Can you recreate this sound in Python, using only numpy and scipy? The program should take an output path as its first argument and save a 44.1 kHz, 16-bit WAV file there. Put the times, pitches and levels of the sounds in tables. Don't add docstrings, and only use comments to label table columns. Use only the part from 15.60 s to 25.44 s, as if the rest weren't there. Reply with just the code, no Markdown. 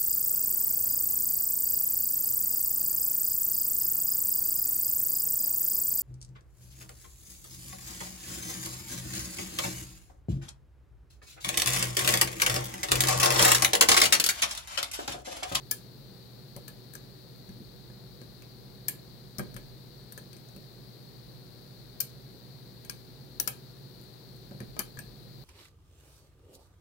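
import sys
import numpy as np
from scipy import signal
from scipy.fft import rfft, irfft
from scipy.io import wavfile

SR = 44100
rng = np.random.default_rng(int(sys.argv[2]) if len(sys.argv) > 2 else 0)


def dump(signal):
    limited = np.clip(np.atleast_2d(signal).T, -1, 1)
    pcm = np.round(limited * 32767).astype(np.int16)
    wavfile.write(sys.argv[1], SR, pcm)


N = 433944

# t/s, travel/s, level/dB, slip re strike/dB, weight/dB, brightness/dB, twang f/Hz,
# twang/dB, clack/dB (weight: low shelf; brightness: high shelf; twang and clack: re level)
PIN_SNAPS = [ (.1112, .0022, -0.5, -2.5, -12, 2, 5030, -12, -19.5),
             (3.2827, 0.00093, -5, -0.5, -6, 3, 5300, -10, -13.5),
             (3.7840, 0.0032, -16, 4, 1, -3.5, 5170, -3, -16),
             (6.4029, 0.0022, -1.5, -8, -6.5, 4.5, 5150, -10, -44),
             (7.2969, .0007, -16, 4.5, 0.5, -4.5, 5160, 5, -26),
             (7.7988, .001, -5.5, -15, -4, 10, 5840, 5, -15),
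             (7.8755, .0022, -4.5, 1.5, 2.5, -1, 5700, -6, -17),
             (9.1915, .0019, -4, -1.5, 2, 0, 6000, -16, -18), ]
# t/s, level/dB, weight/dB, brightness/dB, clack/dB
PIN_REBOUNDS = [(.003, -6.5, -5, -6, 9.5), (.0095, -22, 3, -1, -11)]
# t/s, level/dB, weight/dB, brightness/dB, clack/dB
PICK_TICKS = [ (.9639, -16, -3, -4, -16), (1.08, -16.5, 4, 0, -8), (1.3365, -24, 1, 4, -6),
              (1.3526, -17, 4, 0, -5), (1.891, -28.5, 7, -9, -2), (2.301, -38, 11, -27, 6),
              (2.6154, -26.5, 11, -9, -7), (2.822, -27.5, 12, -7, -14), (3.794, -17.5, 20, 1, -12),
              (3.943, -23.5, 1, -3, -13), (3.9649, -16, 8.5, -4.5, -3), (4.523, -21.5, 1, 4, -9),
              (4.577, -17, 2, -3, -3), (4.7308, -22.5, -2, -8, -19), (4.7667, -26.5, 1, -7, -15),
              (4.8865, -27, -3, -13, -18), (4.963, -25.5, 1, -2, -22), (7.249, -23, 3, -2, -20),
              (8.4137, -34.5, -11, 3, -22), (8.910, -36, 24, -23, -11), (9.004, -19, 12.5, -9, -12),
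              (9.166, -27, 26.5, -13, -13), (9.372, -23.5, 8, -19, 3), (9.3894, -15.5, 6, -1.5, -0.5), ]
# f/Hz, level/dB
CONTACT_SPECTRUM = [(60, -22), (250, -0.5), (500, -2), (850, -14), (1500, -5.5), (2400, -6), (3600, -8.5),
                    (4700, 5.5), (6200, 1.5), (8000, -1), (9500, 4.5), (11500, 3.5), (14000, 4),
                    (16000, -2)]
# f/Hz, relative level/dB, t60/s
LOCK_MODES = [(986, 5.5, 0.024), (1272, 9.5, 0.033), (1611, 14.5, 0.078), (2256, 7, 0.038),
              (2380, 6.5, 0.054), (2510, 5.5, 0.05), (3200, 6.5, 0.017), (4340, -1, 0.06),
              (5300, -16, 0.041), (6100, 7, 0.026), (7354, 10, 0.037), (8520, 11, 0.069), (9370, -2, 0.032),
              (10860, 4, 0.022), (11650, 3.5, 0.012), (13300, -2, 0.031), (13040, 9, 0.043),
              (15100, 2, .008)]
WRENCH_MODES = [(1690, -13, 0.037), (1698, 14, 0.046), (2290, -27, .025)]
BENCH_MODES = [(45, -18, .15), (82, -19, 0.031), (132.5, 0, 0.079), (190.5, -1, 0.14), (227, -11, 0.097),
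               (358, 0.5, 0.053), (505, -2, 0.074)]
# t/s, thud level/dB, contact time/s, rub level/dB
HAND_PUSHES = [ (.963, -45.5, 0.0018, -48), (1.894, -37, .0042, -53), (1.957, -46, .0044, -54),
               (2.004, -37.5, 0.0035, -47.5), (2.301, -48, 0.0015, -70), (2.617, -47, .0014, -66),
               (3.786, -30.5, 0.0038, -56), (3.8008, -32, 0.0022, -60), (3.947, -40, 0.0033, -63),
               (4.963, -41.5, 0.0025, -55), (7.878, -54, 0.0015, -58), (8.912, -43.5, 0.0019, -53.5),
               (8.948, -45, 0.0024, -58), (9.0067, -35, 0.0024, -51), (9.030, -36.5, 0.0047, -52),
               (9.194, -41, 0.00082, -43), (9.377, -34, .0071, -71), ]
# f/Hz, t60/s
ROOM_DECAY = [(300, 0.5), (1100, 0.22), (2800, 0.24), (7400, 0.23), (15000, 0.14)]
# f/Hz, gain/dB
ROOM_GAIN = [(300, 6), (1000, 0.5), (1600, -5.5), (3000, 3.5), (5500, -6), (9000, -6), (14000, -7.5)]
RIGHT_GAIN = [(600, -0.5), (1600, -5.5), (2600, -5.5), (4500, -16.5), (6300, -13), (8000, -5.5),
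              (10000, -3.5), (14000, -0.5)]
# f/Hz, rms level/dB, phase wander/rad, left minus right/dB
HUM_TONES = [(119.6, -56, 0.11, 3), (136.9, -61, 0.89, -7), (185.6, -68, 1.68, -14.5),
             (237.8, -74, 0.12, -16), (374.6, -69, 1.05, -7), (484, -72.5, 1.3, 2)]
# f/Hz, level in 1 Hz/dB
AIR_SPECTRUM = [(8, -104), (31, -101), (48, -72.5), (65, -80.5), (110, -82.5), (135, -68), (165, -79),
                (205, -77.5), (270, -84.5), (380, -81.5), (600, -88.5), (1100, -97), (1900, -99),
                (6000, -122)]
HISS_SPECTRUM = [(1000, -113), (3500, -110), (6500, -115), (8500, -110), (11000, -107.5), (15500, -103)]
LEFT_HISS_SPECTRUM = [(1500, -125), (2700, -105), (3400, -96), (4000, -85.5), (4350, -83.5), (4700, -87.5),
                      (5200, -97), (5950, -99), (6600, -107), (7300, -104), (8200, -117), (10000, -130)]
# f/Hz, left-right correlation
NOISE_CORRELATION = [(25, 0.00025), (70, 0), (150, 0.49), (300, 0.91), (600, 0.042), (1500, 0),
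                     (6000, 0.83), (9000, 0.98), (15000, 0.99)]


def pins(chatter_t60_s=0.019, twang_t60_s=0.0105, impulse=0.62, weight_hz=2600, bright_hz=9500, size=4096):
    t, hz = np.arange(size) / SR, bins(size)
    metal, pick = np.zeros((2, N))
    low_shelf = 1 / (1 + (hz / weight_hz) ** 4)
    high_shelf = 1 - 1 / (1 + (hz / bright_hz) ** 8)
    clack = unit(sum(gain(db) * np.sin(2 * np.pi * f * t) * decay(t, t60) for f, db, t60 in WRENCH_MODES))
    for at_s, level_db, weight_db, bright_db, twang_hz, twang_db, clack_db in contacts():
        chatter = rng.standard_normal(size) * decay(t, chatter_t60_s)
        chatter[0] += impulse
        spectrum = rfft(chatter)
        whitened = irfft(spectrum / abs(spectrum))
        chatter = unit(whitened * decay(t, 2 * chatter_t60_s))
        colour_db = curve(CONTACT_SPECTRUM, hz) + weight_db * low_shelf + bright_db * high_shelf
        colour_db += lock_ring_db(hz) + pin_ripple_db(hz)
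        click = signal.fftconvolve(chatter, minimum_phase(colour_db))[:size]
        twang = unit(np.sin(2 * np.pi * twang_hz * t) * decay(t, twang_t60_s))
        add(metal, at_s, gain(level_db) * (click + gain(clack_db) * clack))
        add(pick, at_s, gain(level_db + twang_db) * twang)
    return metal, pick


def contacts(slip_weight_db=2, slip_bright_db=4.5, tick_hz=5400, light_twang_db=-14.5,
             grazes_per_s=0.7, graze_db=-37.5, graze_spread_db=5, graze_tries=24):
    rows = []  # t/s, level/dB, weight/dB, brightness/dB, twang f/Hz, twang/dB, clack/dB
    for at_s, travel_s, level, slip, weight, bright, twang_hz, twang, clack in PIN_SNAPS:
        rows.append((at_s, level + slip, weight + slip_weight_db, bright + slip_bright_db,
                     twang_hz, twang, clack))
        strike_s = at_s + travel_s
        rows.append((strike_s, level, weight, bright, twang_hz, twang, clack))
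        for after_s, d_level, d_weight, d_bright, d_clack in PIN_REBOUNDS:
            rows.append((strike_s + after_s, level + d_level, weight + d_weight, bright + d_bright,
                         twang_hz, light_twang_db, clack + d_clack))
    for at_s, level, weight, bright, clack in PICK_TICKS:
        rows.append((at_s, level, weight, bright, tick_hz, light_twang_db, clack))
    for when, chance, strength in rng.random((graze_tries, 3)):
        if chance < grazes_per_s * N / SR / graze_tries:
            level = graze_db + graze_spread_db * (2 * strength - 1)
            rows.append((when * N / SR, level, -10, 0, tick_hz, light_twang_db, -18))
    return rows


def lock_ring_db(hz, boost_db=2.0, scatter_db=1.0):
    touch_db = scatter_db * rng.standard_normal(len(LOCK_MODES))
    power = 1
    for (mode_hz, db, t60_s), extra_db in zip(LOCK_MODES, touch_db):
        half_width_hz = np.log(1000) / (2 * np.pi * t60_s)
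        power += gain(db + boost_db + extra_db) ** 2 / (1 + ((hz - mode_hz) / half_width_hz) ** 2)
    return 10 * np.log10(power)


def pin_ripple_db(hz, depth_db=4.0, spacing_hz=260):
    heights = rng.standard_normal(len(hz))
    ripple_db = depth_db * np.interp(hz / spacing_hz, np.arange(len(hz)), heights)
    return ripple_db - 10 * np.log10(np.mean(gain(ripple_db) ** 2))


def bench_thuds(bounce_s=0.00837, bounce_db=-11, size=22050):
    t, out = np.arange(size) / SR, np.zeros(N)
    ring = sum(gain(db) * np.cos(2 * np.pi * hz * t) * decay(t, t60) for hz, db, t60 in BENCH_MODES)
    for at_s, level_db, contact_s, _ in HAND_PUSHES:
        force = np.sin(np.pi * np.minimum(t / contact_s, 1)) ** 2
        thud = gain(level_db) * signal.fftconvolve(ring, force / force.sum())[:size]
        add(out, at_s, thud)
        add(out, at_s + bounce_s, gain(bounce_db) * thud)
    return out


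def rub_and_sway(cycles_per_contact=0.97, sway_re_thud_db=-25.5):
    out = np.zeros(N)
    for at_s, thud_db, contact_s, rub_db in HAND_PUSHES:
        rub = swell(length_s=0.041, centre_hz=cycles_per_contact / contact_s, width_oct=0.59)
        sway = swell(length_s=0.49, centre_hz=45, width_oct=0.35)
        add(out, at_s, gain(rub_db) * rub)
        add(out, at_s, gain(thud_db + sway_re_thud_db) * sway)
    return out


def room(x, build_up_s=0.00068, late_s=0.014, late_db=-3.5, echoes_per_s=2500, size=16384):
    t = np.arange(size) / SR
    sign, chance = rng.choice([-1., 1.], size), rng.random(size)
    taps = unit(sign * (chance < echoes_per_s / SR)) * np.sqrt(size)
    taps *= (1 - np.exp(-(t / build_up_s) ** 2)) * gain(late_db * (t > late_s))
    hz, frame_s, bands = signal.stft(taps, SR, nperseg=256)
    t60_s = curve(ROOM_DECAY, hz)[:, None]
    band_gain = gain(curve(ROOM_GAIN, hz))[:, None] * np.sqrt(2 * np.log(1000) / (t60_s * SR))
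    _, response = signal.istft(bands * band_gain * decay(frame_s, t60_s), SR, nperseg=256)
    return convolve(x, response)


def room_echoes(x, patterns=5):
    turn = np.arange(N) * patterns // SR % patterns
    return sum(room(x * (turn == k)) for k in range(patterns))


def hum(wander_hz=2.1):
    t, out = np.arange(N) / SR, np.zeros((2, N))
    for hz, db, wander_rad, pan_db in HUM_TONES:
        phase_rad = 2 * np.pi * (hz * t + rng.random()) + wander_rad * drift(wander_hz)
        out += gain([[db + pan_db / 2], [db - pan_db / 2]]) * np.sqrt(2) * np.sin(phase_rad)
    return out


def air_and_hiss(air_pan_db=-0.5):
    hz = bins(N)
    common, separate, narrow = rfft(rng.standard_normal((3, N))) * np.sqrt(SR / 2)
    correlation = curve(NOISE_CORRELATION, hz)
    right_noise = correlation * common + np.sqrt(1 - correlation ** 2) * separate
    air, hiss = gain(curve(AIR_SPECTRUM, hz)), gain(curve(HISS_SPECTRUM, hz))
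    left = np.hypot(gain(air_pan_db / 2) * air, hiss) * common
    left += gain(curve(LEFT_HISS_SPECTRUM, hz)) * narrow
    right = np.hypot(gain(-air_pan_db / 2) * air, hiss) * right_noise
    return irfft(np.array([left, right]), N)


def swell(length_s, centre_hz, width_oct):
    offset_oct = np.log2((bins(SR) + 1) / centre_hz)
    noise = irfft(rfft(rng.standard_normal(SR)) * np.exp(-(offset_oct / width_oct) ** 2 / 2))
    progress = np.linspace(0, 1, min(round(length_s * SR), SR))
    return np.sin(np.pi * np.sqrt(progress)) ** 2 * noise[:len(progress)] / noise.std()


def drift(cutoff_hz):
    slow = irfft(rfft(rng.standard_normal(N)) * np.exp(-(bins(N) / cutoff_hz) ** 2), N)
    return slow / slow.std()


def minimum_phase(curve_db):
    log_gain = np.log(gain(np.concatenate([curve_db, curve_db[-2:0:-1]])))
    return np.fft.ifft(np.exp(np.conj(signal.hilbert(log_gain)))).real


def curve(points, hz):
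    f, value = np.transpose(points)
    return np.interp(np.log(hz + 1), np.log(f + 1), value)


def add(mix, at_s, sound):
    part = mix[max(round(at_s * SR), 0):][:len(sound)]
    part += sound[:len(part)]


def gain(db):
    return 10 ** (np.asarray(db) / 20)


def bins(size):
    return np.fft.rfftfreq(size, 1 / SR)


def convolve(x, response):
    return signal.oaconvolve(x, response)[:N]


def decay(t, t60_s):
    return np.exp(-np.log(1000) * t / t60_s)


def unit(x):
    return x / np.linalg.norm(x)


def scene(shadow_db=-11, lag_s=0.00037, bench_room_db=-10, pick_room_db=-7, right_room_db=3.5):
    metal, pick = pins()
    bench = bench_thuds() + rub_and_sway()
    room_send = metal + gain(pick_room_db) * pick + gain(bench_room_db) * bench
    left = metal + pick + bench + room_echoes(room_send)
    shadowed = gain(shadow_db) * np.roll(metal + pick, round(lag_s * SR))
    right = shadowed + bench + gain(right_room_db) * room_echoes(room_send)
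    right = convolve(right, minimum_phase(curve(RIGHT_GAIN, bins(1024))))
    return np.array([left, right]) + hum() + air_and_hiss()


def record(dry):
    cutoff_hz = 15850
    low_pass = signal.firwin(511, cutoff_hz, window=("kaiser", 9), fs=SR)
    return signal.oaconvolve(dry, low_pass[None], "same", axes=1)


dry = scene()
out = record(dry)
dump(out)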